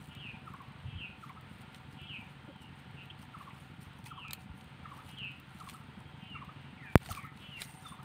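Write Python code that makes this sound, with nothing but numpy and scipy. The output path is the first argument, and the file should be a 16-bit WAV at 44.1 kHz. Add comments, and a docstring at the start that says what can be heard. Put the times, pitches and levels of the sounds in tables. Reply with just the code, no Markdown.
"""In a yard, hens rustle through dry grass and peck at a clay feed bowl; one gives a low cluck.
A young bird peeps in falling whistles, made raspy by a second, slower vibration in its voice box;
another bird adds a few lower peeps.
Far off a bird repeats a three-note call and a slow engine, perhaps a pump, chugs on.
Near the end something knocks the microphone, and its limiter turns the yard down for a moment."""
import sys
import numpy as np
from scipy import signal
from scipy.fft import rfft, irfft, next_fast_len
from scipy.io import wavfile
from scipy.ndimage import uniform_filter1d, minimum_filter1d

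SR = 44100
rng = np.random.default_rng(int(sys.argv[2]) if len(sys.argv) > 2 else 0)


def unload_audio(sound):
    """Save the sound as a 16-bit wav file, at the path given as the first command line argument."""
    columns = np.transpose(np.atleast_2d(sound))
    # keep every value between -1 and 1, then stretch to whole-number steps
    steps = np.round(np.clip(columns, -1, 1) * 32767)
    wavfile.write(sys.argv[1], SR, steps.astype(np.int16))


N = 354563


def amp(db):
    """Turns decibels into a number to multiply by."""
    return 10 ** (np.asarray(db) / 20)


def unit(x):
    """Scales a sound to an average power of 1."""
    return x / np.sqrt(np.mean(x ** 2) + 1e-20)


def clock(length_s):
    """The time of each sample, in seconds."""
    return np.arange(int(length_s * SR)) / SR


def add(mix, start_s, sound):
    """Mixes a sound in at the given time."""
    part = mix[max(round(start_s * SR), 0):][:len(sound)]
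    part += sound[:len(part)]


def colour(x, points):
    """Makes some frequencies stronger and others weaker, along (frequency_hz, level_db) points."""
    hz, db = np.transpose(points)
    size = next_fast_len(len(x))
    gain = amp(np.interp(np.log(np.fft.rfftfreq(size, 1 / SR) + 1), np.log(hz), db))
    return irfft(rfft(x, size) * unit(gain), size)[:len(x)]


def let_through(x, kind, hz, order=2):
    """Keeps the "low", "high" or "band" part of a sound; a higher order cuts more sharply."""
    return signal.sosfilt(signal.butter(order, hz, kind, fs=SR, output="sos"), x)


def drift(t, per_s):
    """A random wobble of about size 1 that heads for a new value per_s times a second."""
    return 1.34 * np.interp(t * per_s, np.arange(4096), rng.standard_normal(4096))


def ring(x, hz, width_hz):
    """Makes a sound ring at one pitch; a narrower width rings longer."""
    r = np.exp(-np.pi * width_hz / SR)
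    return signal.lfilter([1 - r, 0, r - 1], [1, -2 * r * np.cos(2 * np.pi * hz / SR), r * r], x)


def outdoors(x, echo_db, fade_s):
    """Adds thin echoes from trees and walls. Here and below, fade_s is the time to fall by 60 dB."""
    t = clock(.6)
    echoes = rng.standard_normal(len(t)) * (rng.random(len(t)) < .04)
    tail = echoes * amp(-60 * t / fade_s) * (t > .006)
    return x + amp(echo_db) * signal.oaconvolve(x, tail / np.linalg.norm(tail))[:N]


# Tone of the air, with the microphone's high ring near 8.7 kHz: frequency_hz, level_db
AIR_AND_MIC_TONE = [(20, -28), (45, -9), (75, 13.5), (140, 11), (250, 5), (420, 0), (680, 0), (1300, 3),
                    (1900, 1.5), (3100, -0.5), (4200, -9.5), (5600, -24.5), (7600, -27), (8700, -16.5),
                    (10200, -39), (12500, -37), (16000, -27)]

def yard_air(level_db=-57.5):
    """The steady wash of the open yard, wavering a little."""
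    loudness = amp(level_db + .89 * drift(np.arange(N) / SR, 7.4))
    return loudness * unit(colour(rng.standard_normal(N), AIR_AND_MIC_TONE))


# Two strokes and their echoes in each turn of the engine: delay_s, level_db
ENGINE_STROKES = [(-.004, 0), (0.018, -13), (0.033, -3.5), (0.066, -11)]
# The notes the exhaust pipe rings at: pitch_hz, level_db, fade_s
PIPE_NOTES = [(88.5, -11.5, 0.14), (141.2, -1.5, 0.13), (188.4, 4, 0.037), (230, -4, 0.023)]
# The tone of the rushing gas: frequency_hz, level_db
GAS_COLOUR = [(30, -57), (60, -16), (100, 5), (145, 2), (200, 2.5), (260, -4), (340, -14.5), (480, -18.5),
              (900, -42), (5000, -100)]
# Metal knocks in each turn: delay_s, level_db
VALVE_KNOCKS = [(.003, 2), (.031, 3.5), (.053, -1.5)]
# The notes the engine's metal case rings at: pitch_hz, width_hz, level_db
CASE_NOTES = [(760, 10.8, -70), (895.5, 33, -67.5), (971, 34, -72), (1406, 30, -71)]

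def engine(exhaust_db=-53, turns_per_s=11.8835, gas_db=-5, gas_peak_s=.0073, uneven_db=1.13):
    """A slow one-cylinder engine: puffs of gas ring the exhaust pipe, and the valves rattle the case."""
    puffs, rattle, t = np.zeros(N), np.zeros(N), clock(.11)
    pipe = sum(amp(db - 60 * t / fade_s) * np.sin(2 * np.pi * hz * t) for hz, db, fade_s in PIPE_NOTES)
    pipe *= 1 - np.exp(-t / .0038)  # a soft start
    gas = unit(colour(rng.standard_normal(N + SR), GAS_COLOUR))
    swell = np.e * t / gas_peak_s * np.exp(-t / gas_peak_s)
    fade = 1 - (t / t[-1]) ** 4
    for turn_s in np.arange(0, N / SR, 1 / turns_per_s):
        for delay_s, db in ENGINE_STROKES:
            louder, later = rng.standard_normal(2)  # no two strokes are quite alike
            rush = gas[rng.integers(N):][:len(t)]
            puff = (pipe + amp(gas_db) * rush * swell) * fade
            add(puffs, turn_s + delay_s + .00059 * later, amp(db + uneven_db * louder) * puff)
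        for delay_s, db in VALVE_KNOCKS:
            add(rattle, turn_s + delay_s, amp(db - 12.7 * t / .0029) * rng.standard_normal(len(t)))
    case = sum(amp(db) * unit(ring(ring(rattle, hz, width_hz), hz, 5 * width_hz))
               for hz, width_hz, db in CASE_NOTES)
    return amp(exhaust_db) * unit(puffs) + case


# Scuffs of a foot in the grass or a beak in the feed: peak_s, length_s, level_db
GRASS_SCUFFS = [(0.016, 0.35, -63), (0.493, .25, -72), (1.248, 0.16, -63.5), (1.53, .25, -70),
                (1.617, 0.048, -61.5), (1.76, 0.14, -65.5), (1.93, .12, -66), (2.211, .45, -72),
                (2.624, 0.057, -62.5), (2.793, 0.045, -66), (3.222, 0.1, -61), (3.413, 0.24, -65),
                (3.59, 0.31, -66.5), (3.83, .09, -58), (3.99, .08, -65.5), (4.071, .08, -54),
                (4.416, .09, -63.5), (4.59, 0.2, -67.5), (4.971, .3, -66), (5.092, 0.16, -59),
                (5.599, 0.26, -61), (5.7, 0.24, -55.5), (6.002, .08, -68.5), (6.933, 0.15, -66),
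                (7.043, 0.15, -55), (7.111, 0.079, -47.5), (7.16, 0.18, -54), (7.41, 0.2, -64.5),
                (7.622, 0.086, -46), (7.684, 0.52, -60), (7.872, 0.23, -59.5), (8.035, .05, -63)]

def scuffing(stir_db=-80, rise_share=.44, depth_db=19):
    """How loud the rustle is: each scuff swells and dies away over the flock's faint stirring."""
    t = np.arange(N) / SR
    power = amp(stir_db + 2.5 * drift(t, 20)) ** 2
    for peak_s, length_s, db in GRASS_SCUFFS:
        # 0 at the scuff's peak, 1 at its start and end
        away = np.maximum((peak_s - t) / rise_share, (t - peak_s) / (1 - rise_share)) / length_s
        power += amp(db - depth_db * np.minimum(away, 10)) ** 2
    return np.sqrt(power)


# Tone of dry grass and feed, with the microphone's high ring near 8.8 kHz: frequency_hz, level_db
GRASS_AND_MIC_TONE = [(300, -12), (1500, 1), (3000, 2.5), (4300, 2), (5600, -3.5), (7700, -2.5), (8800, 5),
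                      (10200, -3), (12500, -5.5), (15300, -3)]

def rustling(grains_per_s=1300, grain_s=.0005, patch_db=3):
    """Dry grass and feed crackle in tiny grains of sound; each clump of grains has its own tone."""
    sizes = amp(3.8 * np.minimum(rng.exponential(1, N), 3.5))
    clicks = sizes * (rng.random(N) < grains_per_s / SR)
    burst_power = signal.lfilter([1], [1, -np.exp(-1 / (grain_s * SR))], clicks ** 2)
    grains = unit(np.sqrt(burst_power) * rng.standard_normal(N))
    hiss = .4 * rng.standard_normal(N)
    # turn random patches of frequency and time up or down
    spectrum = signal.stft(grains + hiss, nperseg=256)[2]
    patches = uniform_filter1d(rng.standard_normal(spectrum.shape), size=5, axis=0)
    patches = uniform_filter1d(patches, size=6, axis=1)
    crackle = signal.istft(spectrum * amp(patch_db * unit(patches)), nperseg=256)[1][:N]
    return scuffing() * unit(colour(crackle, GRASS_AND_MIC_TONE))


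def peep(length_s, start_hz, end_hz, rasp, bend=1, buzz_hz=196.4):
    """One whistle; a slower vibration in the bird's voice box adds side tones, buzz_hz apart."""
    t = clock(length_s)
    progress = t / length_s
    hz = end_hz + (start_hz - end_hz) * (1 - progress) ** bend
    hz *= 1 + (.004 + .005 * rasp) * drift(t, 400)
    phase = 2 * np.pi * np.cumsum(hz) / SR
    buzz = 2 * np.pi * np.cumsum(buzz_hz * (1 + .09 * drift(t, 200))) / SR
    # the rasp widens as the pitch falls; a squeak on one pitch is wide throughout
    spread = np.maximum((1 + 2 * progress) / 3, start_hz == end_hz)
    tones = [(-1, .5 * rasp * spread), (0, 1), (1, 1.35 * rasp),
             (2, 1.1 * rasp ** 2 * spread), (3, .5 * rasp ** 2 * spread ** 2)]
    voice = sum(size * (1 + .28 * drift(t, 160)) * np.sin(phase + k * buzz) for k, size in tones)
    swell = np.sin(np.pi * progress ** 1.2) ** .55
    return unit(voice * swell)


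# Peeps of a young bird, with a few lower ones from another bird: start_s, length_s, start_hz, end_hz,
# level_db, rasp (0-1), bend (higher flattens the fall sooner), squeak_before (0-1), squeak_after (0-1)
BIRD_PEEPS = [(0.185, .14, 3277, 2403, -49.5, .6, 1.84, 0.37, 0.38),
              (0.956, 0.13, 3300, 2470, -48, 0.63, 1.86, 0.29, 0.16),
              (2.064, .13, 3314, 2347, -48, 0.7, 1.56, .42, .33),
              (2.965, .07, 2620, 2540, -56, .96, 1, 0, 0),
              (4.154, .17, 3290, 2370, -52, 0.66, 1.86, 0.37, 0.04),
              (5.164, .14, 3273, 2520, -45.5, .65, 2.4, .18, .14),
              (6.286, 0.092, 3150, 2736, -52, 0, 2.7, 0.39, 0),
              (6.338, 0.058, 2350, 2030, -56.5, 1, 1.5, 0, 0),
              (6.765, .16, 2420, 1536, -56.5, .4, 1.8, 0, 0.1),
              (6.842, .094, 2480, 2260, -56.5, 0.34, 1.05, 0, 0),
              (7.157, .053, 2460, 2196, -53, .5, 1.44, 0, .35),
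              (7.198, .11, 1980, 1807, -57.5, 1, 3.4, 0, 0.1),
              (7.494, 0.11, 3346, 2735, -51.5, 0.1, 3.3, 0.57, 0),
              (7.567, 0.056, 2300, 1832, -53, .7, 1.2, 0, 0),
              (7.838, .077, 3740, 3460, -53.5, 0, 1.8, 0, 0)]

def peeping_birds():
    """Falling, raspy peeps, many with a thin squeak just before or after."""
    out = np.zeros(N)
    for start_s, length_s, start_hz, end_hz, db, rasp, bend, before, after in BIRD_PEEPS:
        add(out, start_s, amp(db) * peep(length_s, start_hz, end_hz, rasp, bend))
        lead_hz = .805 * start_hz
        lead = peep(.125, lead_hz, lead_hz, rasp=.96, buzz_hz=275)
        add(out, start_s - .104, before * amp(db) * lead)
        trail = peep(.054, end_hz, end_hz, rasp=.5)
        add(out, start_s + length_s - .006, after * amp(db) * trail)
    through_throat = let_through(out, "low", 3500, order=6)
    return outdoors(through_throat, echo_db=-6, fade_s=.45)


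def faint_taps(per_s=7, level_db=-58, spread_db=3, dullest_db=-22):
    """Light taps at random moments, as rows of start_s, level_db, treble_db."""
    draws = rng.random((round(per_s * N / SR), 3))
    return [(when * N / SR, level_db + spread_db * (2 * size - 1), dullest_db * dull)
            for when, size, dull in draws]


# Sharp taps of beaks and snaps of dry stalks: start_s, level_db, treble_db (both relative)
BEAK_TAPS = [(.1506, -47, -11), (1.7457, -40.5, -24), (3.191, -51, -13), (4.0412, -45, -15),
             (4.0594, -41.5, -15), (4.2821, -41, -30), (4.3088, -30, -30), (4.3326, -27, -3),
             (4.6106, -44, -33), (5.091, -44, -22), (5.1857, -45, -18), (5.689, -37.5, -35),
             (5.697, -35, -22), (6.977, -24.5, -12), (7.0604, -32.5, -40), (7.0883, -38, -14),
             (7.117, -43, 7), (7.1255, -35, -21), (7.15, -36.5, -13), (7.374, -45, -25),
             (7.6188, -26.5, -13)]
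# Tone of the taps, with the microphone's high ring near 8.8 kHz: frequency_hz, level_db
TAP_AND_MIC_TONE = [(500, -9), (1500, -4), (2500, 3.5), (4000, 2.5), (6000, -11.5), (7500, -2), (8800, 3),
                    (10500, -4), (15000, 5.5)]
# Short dull pecks, and one brief bird chip near 3 kHz: start_s, level_db (relative), pitch_hz
PECKS_AND_CHIP = [(.539, -53.5, 1330), (1.289, -50.5, 2200), (1.746, -57.5, 3200), (3.099, -45.5, 3030),
                  (3.505, -53.5, 2380), (4.059, -53.5, 850), (4.06, -51, 2250), (4.855, -54, 1960),
                  (7.086, -46.5, 704)]

def pecking(tap_fade_s=.018, peck_fade_s=.062, treble_hz=5000):
    """Beaks snap on grain and stalks; narrow bursts of noise make dull pecks and one bird chip."""
    taps, pecks, t = np.zeros(N), np.zeros(N), clock(.04)
    for start_s, db, treble_db in BEAK_TAPS + faint_taps():
        splintering = amp(-60 * t / tap_fade_s) + .037 * amp(-60 * t / .049)
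        snap = rng.standard_normal(len(t)) * splintering
        snap[0] += 3.5  # the crack of first contact
        body = let_through(snap, "low", treble_hz)
        treble = let_through(snap, "high", treble_hz)
        add(taps, start_s, amp(db + 2) * (body - amp(treble_db - 1.5) * treble))
    for start_s, db, hz in PECKS_AND_CHIP:
        burst = rng.standard_normal(len(t)) * amp(-60 * t / peck_fade_s) * (1 - np.exp(-t / .002))
        note = let_through(burst, "band", [.87 * hz, 1.15 * hz], order=4)
        add(pecks, start_s, amp(db + 7.5) * note / abs(note).max() * (1 - t / t[-1]))
    return outdoors(colour(taps, TAP_AND_MIC_TONE) + pecks, echo_db=-17, fade_s=.085)


# The far bird's calls: start_s, level_db (relative), last_note_falls (1 falls, 0 arches)
FAR_CALLS = [(.462, -49, 1), (1.222, -50, 0), (3.334, -49.5, 1), (4.102, -48, 0), (4.843, -49, 0),
             (5.597, -49, 0), (6.344, -48, 0), (7.098, -45, 0), (7.846, -50.5, 0)]
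# Its two falling notes and its arching one: length_s, start_hz, middle_hz, end_hz, level_db (relative)
CALL_NOTES = [(0.0357, 1370, 1255, 680, 0), (0.0349, 1210, 1090, 715, -2), (0.046, 736, 1285, 1040, -6)]

def far_bird(note_delays_s=(0, .0635, .131)):
    """Three quick, nearly pure notes heard through the trees: two fall, the last falls or arches."""
    out = np.zeros(N)
    high_fall, low_fall, arch = CALL_NOTES
    for start_s, db, last_note_falls in FAR_CALLS:
        notes = high_fall, low_fall, low_fall if last_note_falls else arch
        for delay_s, (length_s, *pitches_hz, note_db) in zip(note_delays_s, notes):
            t = clock(length_s)
            progress = t / length_s
            hz = np.polyval(np.polyfit([0, .5, 1], pitches_hz, 2), progress)
            hz *= 1 + .011 * rng.standard_normal()  # each note is slightly off pitch
            swell = np.interp(progress, [0, .25, .4, .55, .7, 1], [0, .35, 1, .85, .35, 0])
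            flutter = amp(1.5 * drift(t, 200))
            tone = np.sin(2 * np.pi * np.cumsum(hz) / SR)
            add(out, start_s + delay_s, amp(db + note_db - 1) * unit(swell * flutter * tone))
    return outdoors(out, echo_db=-6.5, fade_s=.45)


# Puffs of air on the microphone: start_s, length_s, level_db
BREEZE_PUFFS = [(0.825, 0.086, -44), (0.914, 0.086, -44), (4.484, 0.039, -47.5), (7.095, 0.049, -43)]

def breeze():
    """Air swirls against the microphone in short, low rumbles."""
    out = np.zeros(N)
    rumble_colour = [(25, -32), (60, -11.5), (95, -2.5), (150, -17), (300, -32.5), (1500, -79)]
    for start_s, length_s, db in BREEZE_PUFFS:
        swirl = colour(rng.standard_normal(SR), rumble_colour)[:int(length_s * SR)]
        add(out, start_s, amp(db) * unit(swirl * signal.windows.tukey(len(swirl), .6)))
    return out


# Whistles from farther away: start_s, length_s, start_hz, end_hz, level_db
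FAR_WHISTLES = [(2.38, 0.24, 3160, 3140, -70.5), (2.547, 0.16, 3130, 2610, -65.5),
                (5.884, 0.45, 3270, 3080, -71), (6.403, 0.39, 2790, 2680, -74)]

def far_whistles():
    """Faint, long bird whistles that sink in pitch and echo around the yard."""
    out = np.zeros(N)
    for start_s, length_s, start_hz, end_hz, db in FAR_WHISTLES:
        add(out, start_s, amp(db) * peep(length_s, start_hz, end_hz, rasp=.6, buzz_hz=90))
    return outdoors(out, echo_db=-5, fade_s=.63)


# Points along one soft cluck: time_s, pitch_hz, level_db
CLUCK_SHAPE = [(2.476, 252, -66), (2.49, 306.4, -48.5), (2.503, 273, -54), (2.515, 271, -56),
               (2.524, 260, -74)]
# How the hen's throat shapes her voice: frequency_hz, level_db
HEN_THROAT = [(250, -9), (310, 6.5), (400, -14), (510, -2), (555, 2.5), (620, -19), (900, -21), (1500, -32)]

def hen_cluck():
    """One low cluck; its overtones grow and fade as they slide past the pitches the throat rings at."""
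    times_s, hz, db = np.transpose(CLUCK_SHAPE)
    t = times_s[0] + clock(times_s[-1] - times_s[0])
    pitch_hz = np.interp(t, times_s, hz)
    phase = 2 * np.pi * np.cumsum(pitch_hz) / SR
    throat_hz, throat_db = np.transpose(HEN_THROAT)
    voice = sum(amp(np.interp(k * pitch_hz, throat_hz, throat_db)) * np.sin(k * phase)
                for k in range(1, 5))
    out = np.zeros(N)
    add(out, times_s[0], amp(np.interp(t, times_s, db)) * unit(voice))
    return out


def microphone_knock(start_s=6.9561, gain_db=13.5, bass_cut_hz=78):
    """A sudden step in pressure with a thin tick; the microphone's bass cut makes it a short thump."""
    t, out = clock(.08), np.zeros(N)
    step = let_through(np.ones(len(t)), "low", 2900, order=5)
    thump = let_through(let_through(step, "high", bass_cut_hz), "high", bass_cut_hz)
    tick_colour = [(2000, -7), (4300, 2), (5800, -11.5), (7500, -3),
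                   (8700, -1), (11000, -9), (14000, -2), (16000, -20)]
    tick = colour(rng.standard_normal(len(t)), tick_colour) * np.exp(-t / .0006)
    add(out, start_s, amp(gain_db) * (thump + .11 * tick))
    return out


def sizzle(start_s=7.605, length_s=.36, pitch_hz=8900, width_hz=650, level_db=-65.5):
    """A thin, fluttering high ring that runs through the last scuffs."""
    t, out = clock(length_s), np.zeros(N)
    hiss = unit(ring(ring(rng.standard_normal(SR), pitch_hz, width_hz), pitch_hz, width_hz))[:len(t)]
    flutter = amp(level_db + 2.5 * drift(t, 70))
    add(out, start_s, flutter * hiss * signal.windows.tukey(len(t), .2))
    return out


def scene():
    """The whole yard at one microphone, with the deepest bass of the engine and air cut away."""
    background = let_through(engine() + yard_air() + breeze(), "high", 42, order=3)
    birds = rustling() + peeping_birds() + pecking() + far_bird() + far_whistles() + hen_cluck()
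    return (background + birds + microphone_knock() + sizzle())[None]


def record(dry, ceiling=.89, top_hz=15650):
    """A limiter briefly turns things down from just before a loud peak; then the top treble is cut."""
    needed_gain = np.minimum(1, ceiling / (abs(dry[0]) + 1e-9))
    held_gain = minimum_filter1d(needed_gain, size=2401, origin=700)  # held for about 54 ms
    limited = dry * uniform_filter1d(held_gain, size=900)
    treble_cut = signal.firwin(511, top_hz, window=("kaiser", 9), fs=SR)
    return signal.oaconvolve(limited, treble_cut[None], "same")


dry = scene()
out = record(dry)
unload_audio(out)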